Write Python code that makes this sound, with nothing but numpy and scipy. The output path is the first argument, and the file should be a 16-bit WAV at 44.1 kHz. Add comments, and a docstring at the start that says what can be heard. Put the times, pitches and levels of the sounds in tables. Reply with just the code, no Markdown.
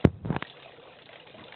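"""A finger bumps the camera, covers the microphone, rubs across it and lets go with two clicks.
Behind it, water trickles steadily into a garden pond: drops splash, trapped bubbles ring, and the
larger ones make a low gurgle. Near the end the hand shifts softly.
The small recorder is narrow in band and overloads on the first bump."""
import sys
import numpy as np
from scipy import signal
from scipy.fft import rfft, irfft
from scipy.io import wavfile
from scipy.ndimage import uniform_filter1d

SR = 44100
rng = np.random.default_rng(int(sys.argv[2]) if len(sys.argv) > 2 else 0)


def transcribe(u):
    """Save the signal u as a 16-bit wav file named by the first command-line argument.

    u: samples, shape (n,) or (channels, n), limited to [-1, 1]; the rate is SR.
    q: integer samples, one column per channel.
    """
    v = np.clip(np.atleast_2d(u).T, -1, 1)
    q = np.round(v * 32767).astype(np.int16)
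    wavfile.write(sys.argv[1], SR, q)


N = 68355
T = np.arange(N) / SR


def amp(db):
    return 10 ** (np.asarray(db) / 20)


def unit_rms(x):
    return x / np.sqrt(np.mean(x ** 2) + 1e-20)


def envelope(table, column=1):
    """Gain over time from a dB column."""
    rows = np.array(table)
    return amp(np.interp(T, rows[:, 0], rows[:, column]))


def colour(x, spectrum):
    """Filters x by a spectrum table, to rms 1."""
    hz, db = np.transpose(spectrum)
    f = np.fft.rfftfreq(2 * N, 1 / SR)
    gain = amp(np.interp(np.log(f + 1), np.log(hz), db))
    return unit_rms(irfft(rfft(x, 2 * N) * gain)[:N])


def add(mix, start_s, sound):
    part = mix[max(round(start_s * SR), 0):][:len(sound)]
    part += sound[:len(part)]


def clicks(per_s, spread_db):
    """Random impulses of uneven size."""
    impulses = (rng.random(N) < per_s / SR) * rng.choice([-1, 1], N)
    return impulses * amp(spread_db * np.minimum(rng.exponential(1, N), 3))


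def noise_burst(decay_s, size=2048):
    return rng.standard_normal(size) * np.exp(-T[:size] / decay_s)


# outdoor rumble spectrum: f/Hz, level/dB
AIR_SPECTRUM = [(20, -32), (50, -15), (90, -10), (135, -0.5), (200, -9), (270, -6.5), (400, -11.5),
                (800, -35)]


def air(level_db=-58.5):
    """Outdoor air rumbles, low and steady."""
    return amp(level_db) * colour(rng.standard_normal(N), AIR_SPECTRUM)


# strength of the trickle: t/s, level/dB
FLOW_GAIN = [(0, 1), (0.48, 0), (0.55, 0.5), (0.62, 1.5), (0.8, 0.5), (0.93, 1), (1.04, -2.5), (1.14, 1),
             (1.32, -0.5), (1.4, 2.5), (1.55, 1)]


def flow():
    """The trickle swells and ebbs slightly."""
    return envelope(FLOW_GAIN)


# distant water spectrum: f/Hz, level/dB
WASH_SPECTRUM = [(150, -23), (330, -4.5), (450, 5), (560, -2), (680, 0), (900, -6), (1250, -23),
                 (2000, -10.5), (2600, -18), (3600, -6), (4400, -11.5)]


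def wash(level_db=-54, flicker_db=1.5):
    """Distant water and air blur into noise that flickers in patches of time and pitch."""
    cells = signal.stft(rng.standard_normal(N), nperseg=512)[2]
    patches = uniform_filter1d(rng.standard_normal(cells.shape), size=6, axis=0)
    patches = unit_rms(uniform_filter1d(patches, size=4, axis=1))
    noise = signal.istft(cells * amp(flicker_db * patches), nperseg=512)[1][:N]
    return amp(level_db) * colour(noise, WASH_SPECTRUM) * flow()


def garden_echoes(x, t60_s=0.17, level_db=-7.5, gap_s=0.003, size=8000):
    """The stone rim and the rockery add short scattered echoes to x."""
    t = T[:size]
    tail = rng.standard_normal(size) * amp(-60 * t / t60_s) * (t > gap_s)
    return x + amp(level_db) * signal.fftconvolve(x, tail / np.linalg.norm(tail))[:N]


# hand movement: t/s, level/dB
GRIP_LEVEL = [(1.3, -98), (1.35, -56.5), (1.38, -50), (1.42, -48), (1.45, -56), (1.53, -93)]
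# grip friction spectrum: f/Hz, level/dB
GRIP_SPECTRUM = [(40, -25), (130, 0), (300, -2), (600, -12), (1100, -16.5), (3000, -26)]


def grip_shift(slips_per_s=700):
    """The hand shifts once, in a soft run of tiny slips."""
    return colour(clicks(slips_per_s, spread_db=2), GRIP_SPECTRUM) * envelope(GRIP_LEVEL)


# finger friction: t/s, rumble level/dB, scrape level/dB
RUB_LEVELS = [(0, -90, -77), (0.042, -70, -88), (0.056, -27.5, -44.5), (0.08, -32, -52),
              (0.12, -47.5, -61.5), (0.158, -42, -62), (0.19, -49.5, -66), (0.24, -40, -63),
              (0.275, -36, -47), (0.345, -38, -38.5), (0.385, -44, -50), (0.44, -86, -92)]
# skin rumble spectrum: f/Hz, level/dB
RUMBLE_SPECTRUM = [(20, -25.5), (55, -16), (90, 5), (150, -1.5), (260, -16.5), (500, -21), (1200, -59)]
# skin scrape spectrum: f/Hz, level/dB
SCRAPE_SPECTRUM = [(60, -25), (200, 5.5), (450, 4.5), (900, 1), (1800, -10), (4000, -32.5)]


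def finger_rub(slips_per_s=700):
    """Skin rumbles and slips on the case."""
    rumble = colour(rng.standard_normal(N), RUMBLE_SPECTRUM)
    scrape = colour(clicks(slips_per_s, spread_db=2.5), SCRAPE_SPECTRUM)
    return rumble * envelope(RUB_LEVELS, column=1) + scrape * envelope(RUB_LEVELS, column=2)


# pond gain past the finger: t/s, level/dB
COVER_GAIN = [(0, 2.5), (0.045, -3), (0.085, -17), (0.225, -19.5), (0.28, -6.5), (0.37, -9.5), (0.41, 1),
              (0.46, -2.5)]


def finger_cover(pond):
    """The finger over the microphone briefly shuts out the pond."""
    return pond * envelope(COVER_GAIN)


# camera case modes: f/Hz, width/Hz, level/dB
CASE_MODES = [(164, 61, -9.5), (900, 180, -11.5), (1720, 220, -12)]
# contact crack spectrum: f/Hz, level/dB
CRACK_SPECTRUM = [(100, -12), (450, 1.5), (850, 8), (1300, -5.5), (1800, 1.5), (2600, -3.5), (4000, -7.5)]
# finger impacts: t/s, thud peak/dB, time constant/ms, crack re peak/dB, sign (+1 press, -1 release)
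FINGER_BUMPS = [(0.0436, -21, 0.39, -24, -1), (0.0466, -16.5, 0.065, -19, -1), (0.0496, -12.5, 0.8, -33, 1),
                (0.0508, -2, 0.64, -40, -1), (0.0723, -25.5, 0.74, -34.5, 1),
                (0.2492, -27.5, 0.57, -39, -1), (0.2576, -24, 0.99, -24, 1), (0.294, -29.5, 1.3, -29.5, -1),
                (0.3044, -16, .9, -30, 1), (0.31, -28.5, 1.0, -33, 1), (0.328, -23.5, 0.2, -20, -1),
                (0.3295, -25, 0.45, -22.5, 1), (0.3472, -25, .2, -19, -1), (0.3497, -28, 0.23, -19.5, -1),
                (0.3643, -12.5, 0.17, -21.5, -1), (0.3639, -14.5, 0.67, -22, 1),
                (0.3655, -17, 0.21, -17.5, -1), (0.4227, -28.5, 0.1, -24.5, -1),
                (0.4252, -11, 0.058, -12.5, 1)]


def finger_bumps(bass_cut_hz=92, crack_decay_s=0.0023, size=6000):
    """Pressure pulses ring the case and swing through the microphone's bass cut, each with a crack."""
    out, t = np.zeros(N), T[:size]
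    bass_cut = signal.butter(4, bass_cut_hz, "high", fs=SR, output="sos")
    grit = colour(rng.standard_normal(N), CRACK_SPECTRUM)
    for start_s, peak_db, tau_ms, crack_db, sign in FINGER_BUMPS:
        age = t * 1000 / tau_ms
        pulse = sign * age * np.exp(-age)
        ring = sum(amp(db) * signal.lfilter(*signal.iirpeak(hz, hz / width_hz, fs=SR), pulse)
                   for hz, width_hz, db in CASE_MODES)
        thud = signal.sosfilt(bass_cut, pulse + ring)
        crack = grit[round(start_s * SR):][:size] * np.exp(-t / crack_decay_s)
        add(out, start_s, amp(peak_db) * thud / abs(thud).max())
        add(out, start_s, amp(peak_db + crack_db) * crack)
    return out


# fine spray spectrum: f/Hz, level/dB
SPRAY_SPECTRUM = [(200, -25), (600, 11), (1400, -4), (2500, 1.5), (3600, 4), (4400, -6.5)]


def spray(drops_per_s=150, level_db=-55.5, layers=4):
    """Fine droplets tick on the surface at random."""
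    ticks = np.zeros(N)
    for _ in range(layers):
        hits = clicks(drops_per_s / layers, spread_db=3.5)
        ticks += signal.fftconvolve(hits, noise_burst(decay_s=0.00053))[:N]
    return amp(level_db) * colour(ticks, SPRAY_SPECTRUM) * flow()


# large drops: t/s, level/dB, centre f/Hz, decay/s
DROP_SPLASHES = [(0.45, -44.5, 1900, .007), (0.4690, -37.5, 3640, 0.0092), (0.4986, -37.5, 3600, 0.01),
                 (0.5690, -38, 2050, 0.004), (0.6240, -40.5, 3250, 0.011), (0.72, -39.5, 2010, 0.0015),
                 (0.9870, -43, 1890, 0.011), (1.0909, -42.5, 1960, 0.0041), (1.0200, -37.5, 3480, 0.0049),
                 (1.058, -36, 3860, .004), (1.1298, -39.5, 1850, 0.0089), (1.1572, -37.5, 2270, 0.0049),
                 (1.2700, -42, 2050, 0.0042), (1.4390, -41, 3500, 0.0062), (1.484, -42, 3000, .003),
                 (1.5233, -32, 2370, 0.0023), (1.5410, -38, 1170, 0.0025)]


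def splashes(width_hz=1500):
    """Large drops slap the surface, each a noise burst in its own band."""
    out = np.zeros(N)
    for start_s, db, hz, decay_s in DROP_SPLASHES:
        band = signal.iirpeak(hz, hz / width_hz, fs=SR)
        fizz = unit_rms(signal.lfilter(*band, rng.standard_normal(N)))
        add(out, start_s, amp(db) * fizz * np.exp(-T / decay_s))
    return out


def bubble(hz, decay_1khz_s=0.0076, rise_per_decay=0.021, onset_s=0.00026, size=3000):
    """Trapped air rings as a damped tone that glides up; small, high bubbles die sooner."""
    t = T[:size]
    decay_s = decay_1khz_s * (1000 / hz) ** 0.55
    glide_hz = hz * (1 + rise_per_decay * np.minimum(t / decay_s, 4))
    tone = np.sin(2 * np.pi * np.cumsum(glide_hz) / SR)
    return tone * (1 - np.exp(-t / onset_s)) * np.exp(-t / decay_s)


# bubble size classes: lowest f/Hz, highest f/Hz, rate/(1/s), level/dB
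SWARM_BANDS = [(405.6, 799, 220, -56), (805, 2300, 260, -59.5), (2296, 4000, 340, -58.5)]


def bubble_swarms(spread_db=5, candidates=700):
    """Many faint bubbles ring at random; the lowest band gurgles."""
    out, duration_s = np.zeros(N), T[-1]
    for low_hz, high_hz, per_s, db in SWARM_BANDS:
        swarm = np.zeros(N)
        for chance, when, pitch, strength in rng.random((candidates, 4)):
            if chance < per_s * duration_s / candidates:
                hz = low_hz * (high_hz / low_hz) ** pitch
                gain = amp(spread_db * min(-np.log(strength), 2))
                add(swarm, when * duration_s, gain * bubble(hz))
        out += amp(db) * unit_rms(swarm)
    return out * flow()


# distinct bubbles: t/s, level/dB, starting f/Hz
CLEAR_BUBBLES = [(0.4488, -38, 1850), (0.4987, -31.5, 3442), (0.595, -44.5, 1690), (0.6479, -40, 2490),
                 (0.659, -35.5, 660), (0.6950, -42.5, 680), (0.7850, -41, 452), (0.8560, -43, 870),
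                 (0.8980, -48.5, 622), (1.0909, -40, 2017), (1.0930, -39, 659), (1.1560, -40, 665),
                 (1.1991, -37, 2820), (1.3440, -37.5, 629), (1.3520, -38.5, 622), (1.386, -43.5, 1070),
                 (1.3950, -40.5, 2010), (1.4290, -41.5, 950), (1.4389, -39, 3475), (1.4570, -40, 638),
                 (1.4830, -40.5, 503), (1.525, -38, 1670)]


def clear_bubbles():
    """Single bubbles ring out above the swarms."""
    out = np.zeros(N)
    for start_s, db, hz in CLEAR_BUBBLES:
        add(out, start_s, amp(db) * bubble(hz))
    return out


def scene():
    """The pond, briefly covered, plus handling noise; mono."""
    trickle = bubble_swarms() + clear_bubbles() + spray() + splashes()
    pond = garden_echoes(trickle) + wash() + air()
    handling = finger_bumps() + finger_rub() + grip_shift()
    return (finger_cover(pond) + handling)[None]


def record(dry):
    """A narrow speech band, overload on the hardest bump, then a final low-pass."""
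    band_hz, slope_hz, ceiling, lowpass_hz = 3885, 120, 0.707, 15850
    f = np.fft.rfftfreq(2 * N, 1 / SR)
    band_db = -5 * np.logaddexp(0, (f - band_hz) / slope_hz)
    narrow = irfft(rfft(dry, 2 * N) * amp(band_db))[:, :N]
    overloaded = np.clip(narrow, -ceiling, ceiling)
    lowpass = signal.firwin(511, lowpass_hz, window=("kaiser", 9), fs=SR)
    return signal.oaconvolve(overloaded, lowpass[None], "same")


dry = scene()
out = record(dry)
transcribe(out)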